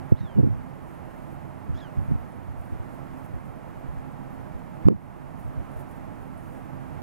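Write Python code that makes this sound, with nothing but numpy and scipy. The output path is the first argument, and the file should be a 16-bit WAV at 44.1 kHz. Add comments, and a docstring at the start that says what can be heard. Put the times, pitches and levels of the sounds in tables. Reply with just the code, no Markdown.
"""Gusts of wind buffet a closely spaced microphone pair on a snowy prairie, their eddies thumping the ports.
The hardest gust overloads the pair and makes the gain control duck. Far traffic drones underneath,
with the camera's own faint whine and hiss. Two prairie dogs each give a distant rising and falling yip,
hoarse where the vocal folds turn chaotic; another scrapes softly at the snow, snapping its crust."""
import sys
import numpy as np
from scipy import signal
from scipy.fft import rfft, irfft
from scipy.io import wavfile
from scipy.ndimage import uniform_filter1d, map_coordinates

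SR = 44100
rng = np.random.default_rng(int(sys.argv[2]) if len(sys.argv) > 2 else 0)


def materialize(psi):
    """Save the field psi as 16-bit PCM at rate SR to the path in sys.argv[1].

    A 1-D psi becomes a single channel; in a 2-D psi each row is a channel.
    """
    bounded = np.clip(np.atleast_2d(psi).T, -1, 1)
    quanta = np.round(bounded * 32767).astype(np.int16)
    wavfile.write(sys.argv[1], SR, quanta)


N = 309582
TIME = np.arange(N) / SR
FREQS = np.maximum(np.arange(N // 2 + 1) * SR / N, 1)


def from_db(db):
    """Decibels to gain."""
    return 10 ** (np.asarray(db) / 20)


def over_hz(rows):
    """Each column after the first, joined on a log-frequency axis."""
    hz, *columns = np.transpose(rows)
    return [np.interp(np.log(FREQS), np.log(hz), column) for column in columns]


def white():
    """Spectrum of fresh white noise."""
    return rfft(rng.standard_normal(N))


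def noise(gain):
    """Noise with the given gain per frequency; rms 1."""
    x = irfft(white() * gain, N)
    return x / x.std()


def drift(rate_hz):
    """Random wandering, mostly slower than the given rate; spread 1."""
    return noise(1 / (1 + (FREQS / rate_hz) ** 2))


# Far rumble fading into microphone hiss, on the right. Each row: frequency in Hz, relative level in dB.
RUMBLE_COLOUR = [(22, -66), (50, -65), (115, -61), (200, -61.5), (310, -66), (410, -72.5), (650, -71),
                 (960, -73.5), (1900, -86), (2700, -94.5), (3800, -104.4), (6000, -108.2), (11500, -107.3),
                 (14200, -110.6), (15700, -111.3)]
# Engines standing out of the rumble. Each row: frequency in Hz, width in Hz, rise in dB.
ENGINE_DRONES = [(90, 1.8, 14), (138, 15.5, 8), (165, 22, 2), (259.9, 5.4, 10), (329.6, 9.5, 4.5),
                 (513, 8.2, 3.5), (618.3, 10, 7), (700, 7.1, 5), (789, 27, 3), (844.5, 14, 6),
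                 (1330, 6.1, 11)]
# How the pair hears far sound. Each row: frequency in Hz, left over right in dB, coherence from 0 to 1,
# left phase lead in radians.
PAIR_RESPONSE = [(61, -10, 0.97, 4), (158, -11.5, 0.84, 2.6), (293, -7, 0.9, 2.33), (580, -6, 0.97, 1.9),
                 (1030, -6, 0.68, 1.27), (1380, -4.5, 0.52, 1.66), (2140, -2.5, 0.6, 0.48),
                 (3840, -3.5, 0.52, 0.86), (8540, -2.5, 0.55, 0.53), (13000, -1.5, 0.1, 1.3)]

def far_traffic(level_db=-1.14, waver_db=0.5):
    """Engines drone far across the prairie; the pair turns their bass nearly into opposite phase."""
    colour_db, = over_hz(RUMBLE_COLOUR)
    colour_db += sum(db / (1 + (2 * (FREQS - hz) / width) ** 2) for hz, width, db in ENGINE_DRONES)
    balance_db, coherence, lead = over_hz(PAIR_RESPONSE)
    right = white()
    shared = coherence * np.exp(1j * lead) * right
    left = from_db(balance_db) * (shared + np.sqrt(1 - coherence ** 2) * white())
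    pair = irfft(np.array([left, right]) * from_db(colour_db) * np.sqrt(SR / 2), N)
    return pair * from_db(level_db + waver_db * drift(0.73))


def camera(whine_db=-96, whine_hz=2074, hiss_db=-74.5, hiss_hz=12300, hiss_width_hz=1500, pulse_hz=17):
    """The camera's own faint noise: a thin whine of three overtones and a high hiss that pulses quickly."""
    whine = sum(np.sin(2 * np.pi * k * whine_hz * TIME) for k in (2, 3, 6))
    colour = np.exp(-0.5 * ((FREQS - hiss_hz) / hiss_width_hz) ** 2)
    pulsing = (0.5 + 0.5 * np.cos(2 * np.pi * pulse_hz * TIME + drift(3))) ** 2
    hiss = np.array([noise(colour), noise(colour)])
    return from_db(whine_db) * whine + from_db(hiss_db) * pulsing * hiss


# Gusts at the microphones. Each row: start in seconds, level in dB, hold in seconds, eddy speed factor.
GUSTS = [(0.133, -14.5, 0.011, 0.56), (0.211, -23.5, 0.042, 0.93), (0.363, -13, 0.014, .85),
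         (0.383, -13.5, 0.0254, 1.1), (0.427, -15.5, 0.061, 1.05), (0.507, -24, 0.0784, .95),
         (1.692, -23, 0.061, 0.83), (1.977, -23, 0.0514, 1.0), (2.1, -20, 0.0605, 0.88),
         (2.487, -27.5, 0.033, 0.81), (2.575, -29, 0.031, 0.73), (2.726, -24.5, 0.03, 0.82),
         (2.805, -25, 0.021, .8), (3.337, -24, 0.032, .92), (3.769, -34, 0.019, .8),
         (3.888, -27, 0.034, 0.91), (3.96, -31, 0.032, 0.76), (4.554, -27.5, 0.018, 0.85),
         (4.869, -16.5, 0.012, 1.1), (4.901, -10, 0.027, 1.0), (4.946, -20.5, 0.017, .9),
         (5.45, -26, 0.058, 0.8), (5.57, -25, 0.036, 0.99), (5.766, -30, 0.023, 0.71),
         (6.207, -36, 0.019, 0.75)]

def gust_strength(attack_s=0.00607, sag_db=3, release_share=0.332, breeze_db=-46.5, flutter_db=1):
    """Each gust rises fast, sags while it holds and dies away, over a wandering breeze."""
    power = from_db(breeze_db + 4 * np.tanh(drift(5))) ** 2
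    for start, db, hold, _ in GUSTS:
        age = TIME - start
        attack = np.exp(-(np.minimum(age, 0) / attack_s) ** 2)
        release = np.exp(-np.maximum(age - hold, 0) / (release_share * hold))
        level = from_db(db - sag_db * np.clip(age / hold, 0, 1))
        power += (attack * release * level) ** 2
    return np.sqrt(power) * from_db(flutter_db * drift(22))


# Turbulence on the microphone ports at speed 1. Each row: frequency in Hz, relative level in dB.
TURBULENCE_COLOUR = [(18, -46), (45, -16.5), (80, 2), (140, 1.5), (220, -5.5), (400, -19.5), (800, -54),
                     (2000, -100)]

def turbulence(strength, reference_db=-20, speed_power=0.41, evenness=0.17):
    """A frozen pattern of eddies blows past: a stronger gust carries it faster, so it is brighter too."""
    speed_points = [(s, factor) for start, _, hold, factor in GUSTS for s in (start, start + hold)]
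    speed = np.interp(TIME, *np.transpose(speed_points))
    speed *= np.maximum(strength / from_db(reference_db), 0.3) ** speed_power
    pattern = noise(from_db(over_hz(TURBULENCE_COLOUR)[0]))
    pressure = map_coordinates(pattern, [np.cumsum(speed)], order=3, mode="wrap")
    # the gust, more than the pattern, sets the loudness
    local_power = uniform_filter1d(uniform_filter1d(pressure ** 2, size=700), size=500)
    return strength * pressure / local_power ** (evenness / 2)


# Single eddies right on the ports. Each row: time in seconds, relative level in dB,
# half length in seconds, level offset of the wake in dB.
EDDY_THUMPS = [(0.1223, -2, 0.00067, 1), (.3645, -12, .0017, -8), (0.3896, -9, 0.0009, -8),
               (0.3972, -6, 0.0007, -10), (.4035, -4.5, .0011, -12), (.4385, -5, .001, -14),
               (0.445, -9, 0.0007, -6), (.4635, -12, 0.001, -12), (1.976, -11, 0.0017, -10),
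               (2.088, -14, .0018, -14), (2.114, -13, .0009, -14), (2.1215, -8, 0.0014, -8),
               (4.8578, -2, 0.0019, -31), (4.8695, -1, 0.0012, -14), (4.8797, -4, .001, -20),
               (4.886, 10.5, 0.00062, -24)]

def eddies(wake_delay=6, wake_stretch=2):
    """An eddy thumps the ports with one push and one pull, and sheds a slower one spinning the other way."""
    pressure = np.zeros(N)
    for s, db, half_s, wake_db in EDDY_THUMPS:
        age = (TIME - s) / half_s  # in half lengths
        wake_age = (age - wake_delay) / wake_stretch
        for spin, u, level_db in ((0.68, age, db), (-1, wake_age, db + wake_db)):
            pressure -= spin * from_db(level_db) * u * np.exp((1 - u ** 2) / 2)
    return pressure


def wind(left_db=-3, left_lag_s=0.0001, swirl_db=-16, low_cut_hz=42):
    """Wind presses on the two ports in opposite phase, with a little swirl of its own on the left."""
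    strength = gust_strength()
    right = turbulence(strength) + eddies()
    delayed = np.interp(TIME - left_lag_s, TIME, right)
    left = -from_db(left_db) * delayed + from_db(swirl_db) * turbulence(strength)
    # the deepest bass leaks away
    return irfft(rfft([left, right]) / np.sqrt(1 + (low_cut_hz / FREQS) ** 4), N)


# Snow crust breaking under claws. Each row: start in seconds, relative level in dB, pitch in Hz.
CRUST_SNAPS = [(.092, -73, 13000), (1.325, -73, 12960), (2.2, -71, 12720), (2.32, -71, 9400),
               (3.79, -73, 12930), (4.317, -73, 13300), (5.713, -70, 10580), (5.962, -68, 13100),
               (6.376, -66, 9900), (6.467, -71, 12300)]

def crust_snaps(decay_s=0.014, width_hz=1000, crumb_count=30, crumb_db=-78, size=4000):
    """Snaps and smaller random crumbs: each starts at once and dies quickly, ringing at its own pitch."""
    crumb_starts = rng.uniform(0, N / SR, crumb_count)
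    crumbs = [(s, crumb_db, rng.normal(12000, 1500)) for s in crumb_starts]
    snaps = np.zeros(N + size)
    freqs = np.fft.rfftfreq(size, 1 / SR)
    decay = np.exp(-TIME[:size] / decay_s)
    for s, db, hz in CRUST_SNAPS + crumbs:
        crackle = irfft(rfft(rng.standard_normal(size)) / (1 + ((freqs - hz) / width_hz) ** 2))
        start = int(s * SR)
        snaps[start:start + size] += from_db(db) * decay * crackle / crackle.std()
    return snaps[:N]


# Two distant prairie dogs, right of centre. Each row: middle of the rasp in seconds, its half length in
# seconds, then in dB: relative level, offset above the second harmonic, left over right, dip in the rasp.
YIPS = [(0.195, 0.018, -55, -14, -6, 0.5), (1.801, 0.0078, -52.5, -8.5, -5, 4.5)]
# One pitch curve for each yip. Each point: time in seconds, pitch in Hz.
YIP_PITCH = [
    [(.156, 1480), (.172, 1825), (.205, 2060), (.215, 1810), (.232, 1910), (.26, 1760), (.3, 1580),
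     (.33, 1530), (.384, 1385)],
    [(1.738, 1345), (1.755, 1666), (1.762, 1613), (1.786, 1790), (1.801, 1900), (1.812, 1820),
     (1.815, 1710), (1.84, 1630), (1.894, 1370)],
]
# Resonances of the throat. Each row: frequency in Hz, gain in dB.
THROAT_COLOUR = [(1500, -2), (2000, -2.5), (2900, -6.5), (3700, -2), (4300, -10), (5200, -5.5), (6700, -8),
                 (7600, -19)]

def yip(pitch, rasp_at_s, rasp_half_s, db, overtones_db, balance_db, rasp_dip_db,
        swell_db=4, sag_db=5, dulling_db=5, flutter_db=2, trim_db=-1, edge_s=0.0045):
    """A prairie dog's thin call scoops up hoarsely, cracks into a rasp and sinks clear, fading."""
    times, pitch_hz = np.transpose(pitch)
    start, end = times[0], times[-1]
    rise_left = np.clip((rasp_at_s - TIME) / (rasp_at_s - start), 0, 1)
    fall = np.clip((TIME - rasp_at_s) / (end - rasp_at_s), 0, 1)
    strain = np.exp(-0.5 * ((TIME - rasp_at_s) / rasp_half_s) ** 4)
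    roughness = np.where(TIME < rasp_at_s, 0.486, 0.15)  # hoarse rise, clear fall
    roughness += (0.8 - roughness) * strain  # roughest in the rasp
    hz = np.interp(TIME, times, pitch_hz) * (1 + 0.00583 * drift(25))
    jitter = 0.028 * (roughness + strain) * drift(300)
    phase = 2 * np.pi * np.cumsum(hz * (1 + jitter)) / SR
    voice = np.zeros(N)
    for k in range(1, 5):
        # chaotic vocal folds smear each harmonic into a band of noise, the higher ones more
        smear = np.minimum(roughness * k / 2, 1)
        rasp = drift(480) * np.cos(k * phase)
        tone = np.sqrt(1 - smear ** 2) * np.sin(k * phase) + smear * rasp
        colour_db = np.interp(k * hz, *np.transpose(THROAT_COLOUR))
        if k > 2:
            colour_db += overtones_db - dulling_db * fall * (k - 2)
        voice += tone * from_db(colour_db + flutter_db * drift(75))
    voice *= 1 + 0.43 * roughness * np.cos(phase / 2)  # strong and weak cycles alternate
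    opening = np.clip(np.minimum(TIME - start, end - TIME) / edge_s, 0, 1)
    level_db = db + trim_db - swell_db * rise_left - sag_db * fall ** 2 - rasp_dip_db * strain
    return np.sqrt(2) * voice * opening * from_db(level_db) * from_db([[balance_db], [0]])


# A third prairie dog's paws, faint at the microphones. Each row: middle of the scrape in seconds,
# relative level in dB, half length in seconds.
PAW_SCRAPES = [(.91, -74.5, 0.037), (1.18, -76, 0.061), (1.32, -76, 0.027), (2.06, -77, 0.033),
               (2.64, -73.5, 0.038), (2.94, -72.5, 0.022), (3.18, -73, 0.021), (3.255, -69.5, 0.0093),
               (3.46, -77, 0.02), (5.402, -68, 0.014), (5.45, -73, 0.025), (5.76, -73, 0.024),
               (5.80, -66, 0.014), (5.91, -69, 0.018), (5.965, -72, 0.0077), (6.22, -77, 0.037),
               (6.48, -73, 0.069), (6.56, -74, 0.023)]
# The hiss of scraped snow. Each row: frequency in Hz, relative level in dB.
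SNOW_COLOUR = [(3000, -25), (6000, -10), (8500, -2.5), (11000, 0.5), (13000, -2.5), (16000, -8)]

def paw_scrapes(level_db=2, grain_db=3, grain_hz=250, stroke_db=0.8, stroke_hz=35, stereo_width=0.39):
    """Paws in the snow: soft grainy swishes high in the treble, in uneven strokes, with small snaps."""
    colour = from_db(over_hz(SNOW_COLOUR)[0])
    swish = noise(colour) + stereo_width * noise(colour) * np.array([[1], [-1]])
    power = sum(from_db(db) ** 2 * np.exp(-0.5 * ((TIME - s) / half) ** 2) for s, db, half in PAW_SCRAPES)
    scraping = swish * np.sqrt(power) + crust_snaps()
    return scraping * from_db(level_db + grain_db * drift(grain_hz) + stroke_db * drift(stroke_hz))


def gain_control(pair, threshold_db=-6, slope=0.65, attack_s=0.005, release_s=0.2):
    """Peaks over the threshold pull the gain down, too late for the sharpest one; it creeps back."""
    peak_db = 20 * np.log10(np.abs(pair).max(axis=0) + 1e-9)
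    cut_db = slope * np.maximum(peak_db - threshold_db, 1e-9)
    release = TIME / release_s
    held_db = np.exp(np.maximum.accumulate(np.log(cut_db) + release) - release)  # decaying peak hold
    pole = np.exp(-1 / (attack_s * SR))
    return pair * from_db(-signal.lfilter([1 - pole], [1, -pole], held_db))


def scene():
    """The prairie as it reaches the microphone pair, with the camera's own noise."""
    yips = sum(yip(pitch, *row) for pitch, row in zip(YIP_PITCH, YIPS))
    return far_traffic() + wind() + yips + paw_scrapes() + camera()


def record(dry):
    """Gain control, a limiter that flattens both channels at once with a snap, and a steep top cut."""
    ducked = gain_control(dry)
    limited = ducked / np.maximum(np.abs(ducked).max(axis=0), 1)
    top_cut = signal.ellip(12, 0.1, 70, 15750, fs=SR, output="sos")
    return signal.sosfilt(top_cut, limited)


dry = scene()
out = record(dry)
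materialize(out)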